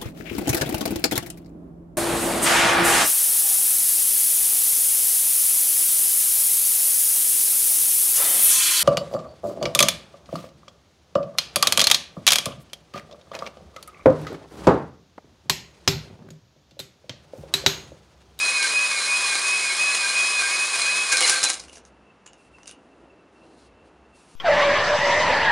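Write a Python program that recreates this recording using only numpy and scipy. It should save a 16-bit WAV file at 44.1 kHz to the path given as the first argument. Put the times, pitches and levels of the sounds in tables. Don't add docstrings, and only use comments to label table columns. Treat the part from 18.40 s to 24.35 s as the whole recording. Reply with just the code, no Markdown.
import sys
import numpy as np
from scipy import signal
from scipy.fft import rfft, irfft, next_fast_len
from scipy.io import wavfile
from scipy.ndimage import uniform_filter1d, map_coordinates

SR = 44100
rng = np.random.default_rng(int(sys.argv[2]) if len(sys.argv) > 2 else 0)


def voltage_ratio(decibels):
    exponent = np.asarray(decibels, float) / 20
    return 10 ** exponent


def generate_wav(signal):
    frames = np.transpose(np.atleast_2d(signal))
    scaled = np.clip(frames, -1, 1) * 32767
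    pcm = np.round(scaled).astype(np.int16)
    wavfile.write(sys.argv[1], SR, pcm)


N = 262519

# t/s, gear tone before, at and after the turn f/Hz, f/Hz, f/Hz
TURNS = [
    (-.1, 2520, 2440, 2505),
    (.25, 2522, 2434, 2500),
    (.603, 2532, 2412, 2497),
    (.962, 2503, 2416, 2515),
    (1.33, 2532, 2434, 2522),
    (1.68, 2528, 2448, 2503),
    (2.045, 2527, 2452, 2495),
    (2.405, 2548, 2456, 2524),
    (2.76, 2535, 2440, 2500),
]
# t/s, half length/s, drop/dB
SLACKS = [(0, .02, 4), (.06, .025, 3), (.115, .03, 5), (.28, .06, 5), (.485, .03, 8), (.52, .03, 3),
          (.645, .05, 6), (.82, .03, 3), (.89, .03, 3), (1.02, .05, 5), (1.21, .07, 6), (1.36, .03, 4),
          (1.57, .05, 5), (1.73, .03, 7), (1.93, .07, 3), (2.1, .03, 7), (2.18, .03, 6), (2.29, .05, 10),
          (2.32, .03, 12), (2.37, .03, 3), (2.47, .05, 2), (2.56, .03, 2.5), (2.675, .055, 14),
          (2.78, .04, 6)]
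# multiple of the main tone, level/dB, phase drift/(rad/s)
GEAR_TONES = [(0.0788, -40.5, 50), (0.237, -33, 51.5), (.397, -24.5, 13), (0.4464, -24, 65),
              (.666, -22.5, 70), (.951, -35, 68), (1.049, -28, 59), (2.002, -19.5, 130)]
# t/s, grit level/dB
PRESSURE = [
    (0, -29.5),
    (2.67, -29),
    (2.72, -29.5),
    (2.88, -25.5),
    (3.01, -30),
    (3.06, -32.5),
    (3.12, -34.5),
    (3.222, -56.5),
    (3.3, -55),
]
# f/Hz, level/dB
GRIT = [(150, -61), (250, -28.5), (357, -18), (873, -16), (1130, -10), (1450, -11), (2070, -10),
        (2450, -4.5), (2780, -16.5), (4210, -9), (5560, -12.5), (10000, -11.5), (13000, -41), (22000, -120)]
# f/Hz, width/Hz, level/dB
LOW_RING = [(1510, 40, -10), (1582, 19, 0), (1683, 38, -12)]
MID_RING = [(2113, 25, -13), (2207, 28, -2), (2305, 28, -11)]
HIGH_RING = [(3882, 45, -11), (4105, 60, -1), (4316, 24, -6)]
# f/Hz, width/Hz, level/dB
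BROAD_RING = [(5077, 120, -6), (6840, 240, -11), (8620, 560, -7)]
THIN_RING = [(754, 25, -11), (1120, 28, -3), (1190, 25, -6), (2908, 35, -6), (3273, 40, -5), (3558, 40, -8),
             (6690, 30, -4), (9607, 25, -1)]
# t/s, level/dB
LOW_BITES = [(0.246, -29), (.525, -38), (.633, -32), (.861, -38.5), (.934, -33), (1.007, -38.5),
             (1.138, -40), (1.302, -34), (1.667, -31.5), (1.76, -37), (2.034, -29.5), (2.358, -33),
             (2.466, -33.5), (2.747, -28), (2.921, -33.5), (3.05, -35)]
MID_BITES = [(.139, -34.5), (.223, -30.5), (.552, -32), (.69, -36.5), (.887, -37), (.96, -30), (1.15, -40),
             (1.241, -31), (1.309, -30), (1.375, -46), (1.597, -38), (1.677, -33), (2.045, -34),
             (2.118, -34), (2.418, -34), (2.619, -42), (2.741, -30), (2.836, -27.5), (2.87, -34),
             (3.0, -41)]
HIGH_BITES = [(.087, -32), (.162, -32), (.218, -32), (.276, -30.5), (.512, -33.5), (.605, -31.5),
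              (.651, -34.5), (.872, -33), (.954, -28.5), (1.02, -33.5), (1.058, -42), (1.209, -36.5),
              (1.296, -31.5), (1.507, -35), (1.599, -38.5), (1.668, -31), (1.73, -32.5), (2.012, -32.5),
              (2.273, -34), (2.335, -36), (2.422, -29), (2.508, -32.5), (2.717, -34.5), (2.785, -32),
              (2.843, -29), (3.06, -38)]
NEIGHBOURS_DB = (-3.5, -2.5, -3.5)
WANDER_HZ = (11, 14, 34)
# t/s, peak level/dB, ring f/Hz, thud level/dB
CLANKS = [(2.716, -10, 6960, -21.5), (2.721, -6, 5300, -24.5), (2.725, -5, 7000, -19),
          (2.7316, -6, 9420, -11.5), (2.7374, -16, 7040, -13.5), (2.7701, -3, 5080, -19.5),
          (2.78, -11, 6920, -12), (2.79, -13.5, 6500, -24.5), (2.8058, -3, 9270, -17.5),
          (2.8125, -7, 8370, -6.5), (2.8244, -6, 4570, -14.5), (2.833, -13, 8800, -29.5),
          (2.842, -14.5, 6180, -16.5), (2.853, -14.5, 5500, -25), (2.8687, -11.5, 6630, -19),
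          (2.873, -10, 7500, -29.5), (2.8768, -4, 6100, -33), (2.8812, -11, 9400, -22),
          (2.893, -3, 6680, -22), (2.896, -0.5, 5190, -28), (2.9012, -8, 8710, -25),
          (2.908, -11.5, 6000, -25), (2.92, -14, 7500, -28), (3.0295, -5, 5350, -27.5),
          (3.035, -6.5, 4500, -34.5), (3.0388, -1, 6840, -24.5), (3.0477, -6.5, 6120, -12),
          (3.055, -13, 7000, -20), (3.068, -19, 6000, -27.5), (3.087, -11.5, 5920, -32.5),
          (3.0953, -10, 7210, -31), (3.0998, -3.5, 8000, -20.5), (3.132, -15.5, 6200, -28),
          (3.14, -15.5, 7640, -33)]
# t/s, peak level/dB, ring f/Hz, thud level/dB
CATCHES = [
    (0.227, -7, 4900, -22),
    (.953, -9.5, 3930, -9.5),
    (1.109, -12.5, 6580, -31),
    (1.548, -9.5, 3500, -29),
    (1.552, -13.5, 6870, -29),
    (2.417, -11, 4185, -28.5),
]
# f/Hz, width/Hz, level/dB
DECK = [(328, 14, 4.5), (514, 15, 3.5), (765, 43, 2), (1167, 210, -5)]
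# t/s, length/s, f/Hz, level/dB
SQUEAKS = [(2.719, 0.036, 1579, -23), (2.735, 0.024, 2458, -24.5), (2.778, 0.016, 4110, -29),
           (2.808, 0.011, 1170, -31), (2.828, 0.05, 2106, -28.5), (2.809, 0.11, 2900, -33),
           (2.837, 0.016, 4090, -25), (2.879, 0.0082, 4140, -19.5), (2.91, 0.034, 1565, -26.5),
           (2.955, 0.034, 4280, -31.5), (3.001, 0.02, 4060, -29.5), (3.04, 0.034, 4030, -22.5),
           (3.058, 0.013, 2480, -26.5), (3.049, 0.03, 1582, -36.5)]
# t/s, peak level/dB, ring f/Hz, body level/dB, knock level/dB
CLICKS = [(3.18, -28, 4900, -19, -30), (3.1965, -22, 6100, -29, -24), (3.2, -20, 5000, -29, -26),
          (3.2155, -35, 6400, -25, -25), (3.2372, -30, 8200, -23, -11), (3.25, -37, 4750, -20, -17),
          (3.2824, -36, 5800, -4, -10), (3.284, -41, 6100, -12, -10), (3.2957, -39, 6150, 4, -26),
          (3.329, -33, 9300, -18, -12), (3.332, -37, 6100, -18, -15), (3.3543, -34, 6230, -19, -15),
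          (3.3575, -32, 5800, -14, -14.5), (3.381, -36, 6000, -15, -16), (3.3704, -33, 6380, -20, -11),
          (3.4511, -36.5, 6500, -19, -18), (3.8608, -32.5, 6700, -20, -21), (3.864, -27.5, 6870, -17, -20),
          (3.8754, -36, 7200, -3, -23), (3.932, -38.5, 6440, -8, -11), (4.1838, -53.5, 3170, -12, 8.5),
          (4.2316, -36.5, 5940, -9, -14), (4.2574, -34, 5100, -7, -20), (4.272, -32, 8500, -14, -28),
          (4.2754, -29.5, 6450, -22, -17), (4.2775, -29, 9550, -30, -20), (4.277, -23.5, 6160, -15, -27),
          (4.281, -37, 5500, -24, -24), (4.285, -41, 6300, -22, -18), (4.2925, -31, 6550, -7, -14),
          (4.301, -42, 5000, -11, -20), (4.3114, -28.5, 9520, -9, -26), (5.4505, -64, 8340, -13, -6)]
# t/s, length/s, level/dB
STROKES = [(3.2, 0.05, -48.5), (3.28, 0.02, -54), (3.336, 0.0091, -47.5), (3.357, 0.023, -50),
           (3.46, .02, -61), (4.28, .04, -53), (3.988, 0.091, -65.5), (4.129, 0.13, -68.5),
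           (4.302, 0.35, -76), (4.931, 0.091, -73), (5.036, 0.12, -69), (5.174, 0.095, -65),
           (5.453, 0.033, -72), (5.697, 0.0093, -76), (5.758, 0.32, -59.5)]
# f/Hz, level/dB
SKIN = [(1470, -26), (2500, 1.5), (3080, -5.5), (4240, -2.5), (4600, -2.5), (7020, -4), (8020, -1.5),
        (10000, -2.5), (13000, -37), (22000, -120)]
# start t/s, end t/s
RUB_S = (4.93, 5.5)
# t/s, level/dB
PASSES = [
    (3.3, -54.5),
    (4.47, -53),
    (4.63, -50),
    (4.82, -57),
    (5.12, -52.5),
    (5.4, -53.5),
    (5.65, -58),
]
# f/Hz, level/dB
RUMBLE = [(100, -46.5), (170, -13), (300, 3.5), (500, -2.5), (900, -9), (1500, -36.5), (3000, -76),
          (9000, -120), (20000, -120)]
# t/s, level/dB
SWELLS = [(.08, -61), (.3, -62), (.5, -62), (.85, -60), (1.14, -63.5), (1.65, -65), (2.0, -59),
          (2.399, -61.5), (2.77, -59.5), (3.28, -55.5), (3.52, -60), (4.2, -60.5), (4.63, -62), (5.02, -63),
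          (5.36, -57), (5.6, -60), (5.76, -62.5)]
# f/Hz, level/dB
AIR = [(12, -46.5), (24, -23.5), (54, -7), (108, -5.5), (202, 1), (349, -2.5), (652, -5), (1320, -9),
       (2460, -18.5), (2660, -15.5), (3360, -23), (10000, -36.5), (13000, -45), (22000, -120)]
# f/Hz, time/s
GARAGE = [(300, 0.49), (3000, 0.23), (10000, 0.096)]
# f/Hz, level/dB
MIC = [(20, 0), (7400, 2.5), (7880, -3), (8500, 2), (10400, 0.5), (11000, -12), (11800, -27.5),
       (13500, -25), (15700, -33), (16000, -91)]


def gears():
    hz = mesh_hz()
    slack_s, half_s, drop_db = np.transpose(SLACKS)
    db = -22.5 - 10 * np.log10(1 + (2 * (hz - 2512) / 66) ** 2)
    db -= peaks(slack_s, drop_db, (drop_db / half_s)[:, None], 0)
    phase = 2 * np.pi * np.cumsum(hz + 9 * wobble(40)) / SR
    whine = voltage_ratio(db + 1 + 1.5 * wobble(35)) * np.sin(phase)
    for multiple, tone_db, loose in GEAR_TONES:
        drift = np.cumsum(loose * wobble(60)) / SR
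        level = voltage_ratio(0.5 * (db + 22.5) - 19 + tone_db + 2.5 * wobble(20))
        whine += level * np.sin(multiple * phase + drift)
    return whine * fade(2.74, 0.06)


def mesh_hz():
    slow_s, dwell_s, recover_s = 0.115, 0.018, 0.095
    knots = []
    for s, before, at_turn, after in TURNS:
        knots += [(s - slow_s, before), (s - dwell_s, at_turn)]
        knots += [(s + dwell_s, at_turn), (s + recover_s, after)]
    return uniform_filter1d(curve(knots), size=700)


def stones():
    grit_db = curve(PRESSURE)
    low_db = peaks(*np.transpose(LOW_BITES), 201.5, grit_db - 18.5)
    mid_db = peaks(*np.transpose(MID_BITES), 222.5, grit_db - 18)
    high_db = peaks(*np.transpose(HIGH_BITES), 179, grit_db - 9.5)
    grit_db = grit_db + 0.08 * (np.maximum(low_db, high_db) - grit_db + 12) + 0.21 * wobble(22)

    out = voltage_ratio(grit_db + 3) * coloured(scratch(), GRIT)
    out += voltage_ratio(grit_db - 5.5) * unit(ringing(scratch(), BROAD_RING + THIN_RING))
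    rings = zip((low_db, mid_db, high_db), (LOW_RING, MID_RING, HIGH_RING), NEIGHBOURS_DB, WANDER_HZ)
    for db, modes, beside_db, stray_hz in rings:
        centre = modes[1][0]
        phase = 2 * np.pi * np.cumsum(centre + stray_hz * wobble(70)) / SR
        main = unit(voltage_ratio(3.5 * wobble(40)) * np.sin(phase))
        beside = unit(ringing(ringing(scratch(), modes), [(centre, 600, 0)]))
        out += voltage_ratio(db - 2.2) * (main + voltage_ratio(beside_db) * beside)
    return out * fade(3.2, 0.033)


def scratch():
    clumps_db = 1.0 * wobble(400) + 0.82 * wobble(170) + 1.1 * wobble(45) + 0.16 * wobble(14)
    return voltage_ratio(clumps_db) * rng.standard_normal(N)


def rim():
    out, blows, thuds = np.zeros(N + SR), np.zeros(N), np.zeros(N)
    t = np.arange(SR // 8) / SR
    for s, db, hz, thud_db in CLANKS + CATCHES:
        at = round((s + 0.0006) * SR)
        noise = rng.standard_normal(len(t))
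        decay = 0.24 * voltage_ratio(-60 * t / 0.016) + 0.12 * voltage_ratio(-60 * t / 0.094)
        spray = (bright(noise) + 0.76 * noise) * decay
        ring = 0.58 * np.sin(2 * np.pi * hz * t) * voltage_ratio(-60 * t / 0.011) * (1 - np.exp(-t / 0.000292))
        out[at:][:len(t)] += voltage_ratio(db - 6.5) * (spray + ring)
        push = np.sign(noise[0])
        blows[at] = push * voltage_ratio(db + 11)
        thuds[at] = push * voltage_ratio(db + thud_db + 28)
    struck = out[:N] + ringing(blows, LOW_RING + MID_RING + HIGH_RING) + ringing(thuds, DECK)
    return filtered(struck, lambda hz: hz ** 2 / (hz ** 2 + 200 ** 2))


def squeaks():
    out, t = np.zeros(N), np.arange(N) / SR
    sway = np.cumsum(170 * wobble(200)) / SR
    flutter = voltage_ratio(3 * wobble(200))
    for s, length, hz, db in SQUEAKS:
        span = slice(round(s * SR), round((s + 0.15) * SR))
        u = t[span] - s
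        shape = np.clip(u / 0.0021, 0, 1) * voltage_ratio(-60 * np.clip(u - length, 0, 1) / 0.052)
        out[span] += voltage_ratio(db - 1.5) * shape * flutter[span] * np.sin(2 * np.pi * hz * u + sway[span])
    return out


def clicks():
    out, t = np.zeros(N + SR), np.arange(SR // 10) / SR
    for s, db, hz, body_db, knock_db in CLICKS:
        sharp, dull = rng.standard_normal((2, len(t)))
        ring = 0.97 * np.sin(2 * np.pi * hz * t) * voltage_ratio(-60 * t / 0.0035)
        body = np.sin(2 * np.pi * 2850 * t) * voltage_ratio(body_db - 1 - 60 * t / 0.011)
        tick = 0.16 * (bright(sharp) + 0.34 * sharp) * voltage_ratio(-60 * t / 0.0145)
        dull = uniform_filter1d(dull, size=12) - uniform_filter1d(dull, size=90)
        knock = dull * voltage_ratio(knock_db + 11 - 60 * t / 0.018)
        onset = 1 - np.exp(-t / 0.00019)
        out[round((s + 0.0006) * SR):][:len(t)] += voltage_ratio(db) * (ring + body + tick + knock) * onset
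    return out[:N]


def wiping_hand():
    wipe = voltage_ratio(touch_db() - 0.6 + 0.8 * wobble(30)) * coloured(rng.standard_normal(N), SKIN)
    palm = fade(RUB_S[1], 0.05) - fade(RUB_S[0], 0.05)
    ring = ringing(wipe, [(3300, 70, -6), (4130, 45, 7), (4200, 2000, -12)])
    return wipe + voltage_ratio(12) * palm * ring


def touch_db():
    t = np.arange(N) / SR
    db = np.full(N, -86.0)
    for s, length, top_db in STROKES:
        landing = 500 * np.clip(s - t, 0, None)
        lifting = 600 * np.clip(t - s - length, 0, None)
        db = np.maximum(db, top_db - landing - lifting)
    return db


def far_rumble():
    db = peaks(*np.transpose(PASSES), 25, -75)
    return voltage_ratio(db - 5 + 1.2 * wobble(14)) * coloured(rng.standard_normal(N), RUMBLE)


def hum():
    db = peaks(*np.transpose(SWELLS), 69, -74.5)
    source = ringing(rng.standard_normal(N), [(63.8, 30, 0)])
    return voltage_ratio(db - 1.5) * singing(source, [(52, 20, -13), (65, 11, -2.5)], steady=0.47)


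def trill():
    db = -77.5 + 1.5 * wobble(4.7)
    tone = singing(rng.standard_normal(N), [(2600, 30, -18.5), (2690, 29.4, -3)], steady=0.4)
    return voltage_ratio(db + 1.5 + 6.1 * wobble(32)) * tone


def still_air():
    return voltage_ratio(-58) * coloured(rng.standard_normal(N), AIR)


def garage(x):
    hz, t, z = signal.stft(rng.standard_normal(SR // 2), SR, nperseg=256)
    decay = voltage_ratio(-60 * t / along(GARAGE, hz)[:, None])
    tail = signal.istft(z * decay, SR, nperseg=256)[1]
    return signal.fftconvolve(np.pad(x, (200, 0)), tail / np.linalg.norm(tail))[:N]


def unit(x):
    return x / np.sqrt(np.mean(x ** 2) + 1e-20)


def along(points, hz):
    f, v = np.transpose(points)
    return np.interp(np.log(hz + 1), np.log(f + 1), v)


def curve(rows):
    s, value = np.transpose(rows)
    return np.interp(np.arange(N) / SR, s, value)


def peaks(times, tops, slope, rest):
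    t = np.arange(0, N + 64, 64) / SR
    away = np.abs(t - np.array(times)[:, None])
    db = np.max(np.array(tops)[:, None] - slope * away, axis=0)
    return np.maximum(np.interp(np.arange(N) / SR, t, db), rest)


def wobble(rate):
    at = np.arange(0, N + 16, 16)
    knots = rng.standard_normal(int(N * rate / SR) + 5)
    return np.interp(np.arange(N), at, map_coordinates(knots, [at * rate / SR]))


def fade(stop_s, length_s):
    return np.clip((stop_s - np.arange(N) / SR) / length_s + 1, 0, 1)


def filtered(x, response):
    m = next_fast_len(N + SR // 2)
    return irfft(rfft(x, m) * response(np.fft.rfftfreq(m, 1 / SR)), m)[:N]


def coloured(x, spectrum):
    return unit(filtered(x, lambda hz: voltage_ratio(along(spectrum[:-2], hz))))


def ringing(x, modes):
    def response(f):
        total = 0
        for k, (centre, width, db) in enumerate(modes):
            damping = 1j * f * width
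            total = total + (-1) ** k * voltage_ratio(db) * damping / (centre * centre - f * f + damping)
        return total
    return filtered(x, response)


def singing(x, modes, steady):
    ring = ringing(ringing(x, modes), [(modes[1][0], 500, 0)])
    size = np.sqrt(np.abs(uniform_filter1d(ring ** 2, size=1300)) + 1e-12)
    return unit(ring / size ** steady)


def bright(noise):
    return noise - np.roll(noise, 3)


def scene():
    hone = stones() + rim() + squeaks()
    small = clicks()
    echo = garage(voltage_ratio(-10) * hone + voltage_ratio(-6) * small)
    background = wiping_hand() + far_rumble() + hum() + trill() + still_air()
    mono = gears() + hone + small + echo + background
    return np.array([mono, mono])


def top_cut(x):
    return signal.sosfilt(signal.butter(12, 15750, fs=SR, output="sos"), x)


def record(dry):
    heard = filtered(dry[0], lambda hz: voltage_ratio(along(MIC, hz)))
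    heard = heard / (1 + np.abs(heard / 0.57) ** 4) ** (1 / 4)
    return top_cut(np.array([heard, heard]))


dry = scene()
out = record(dry)
generate_wav(out)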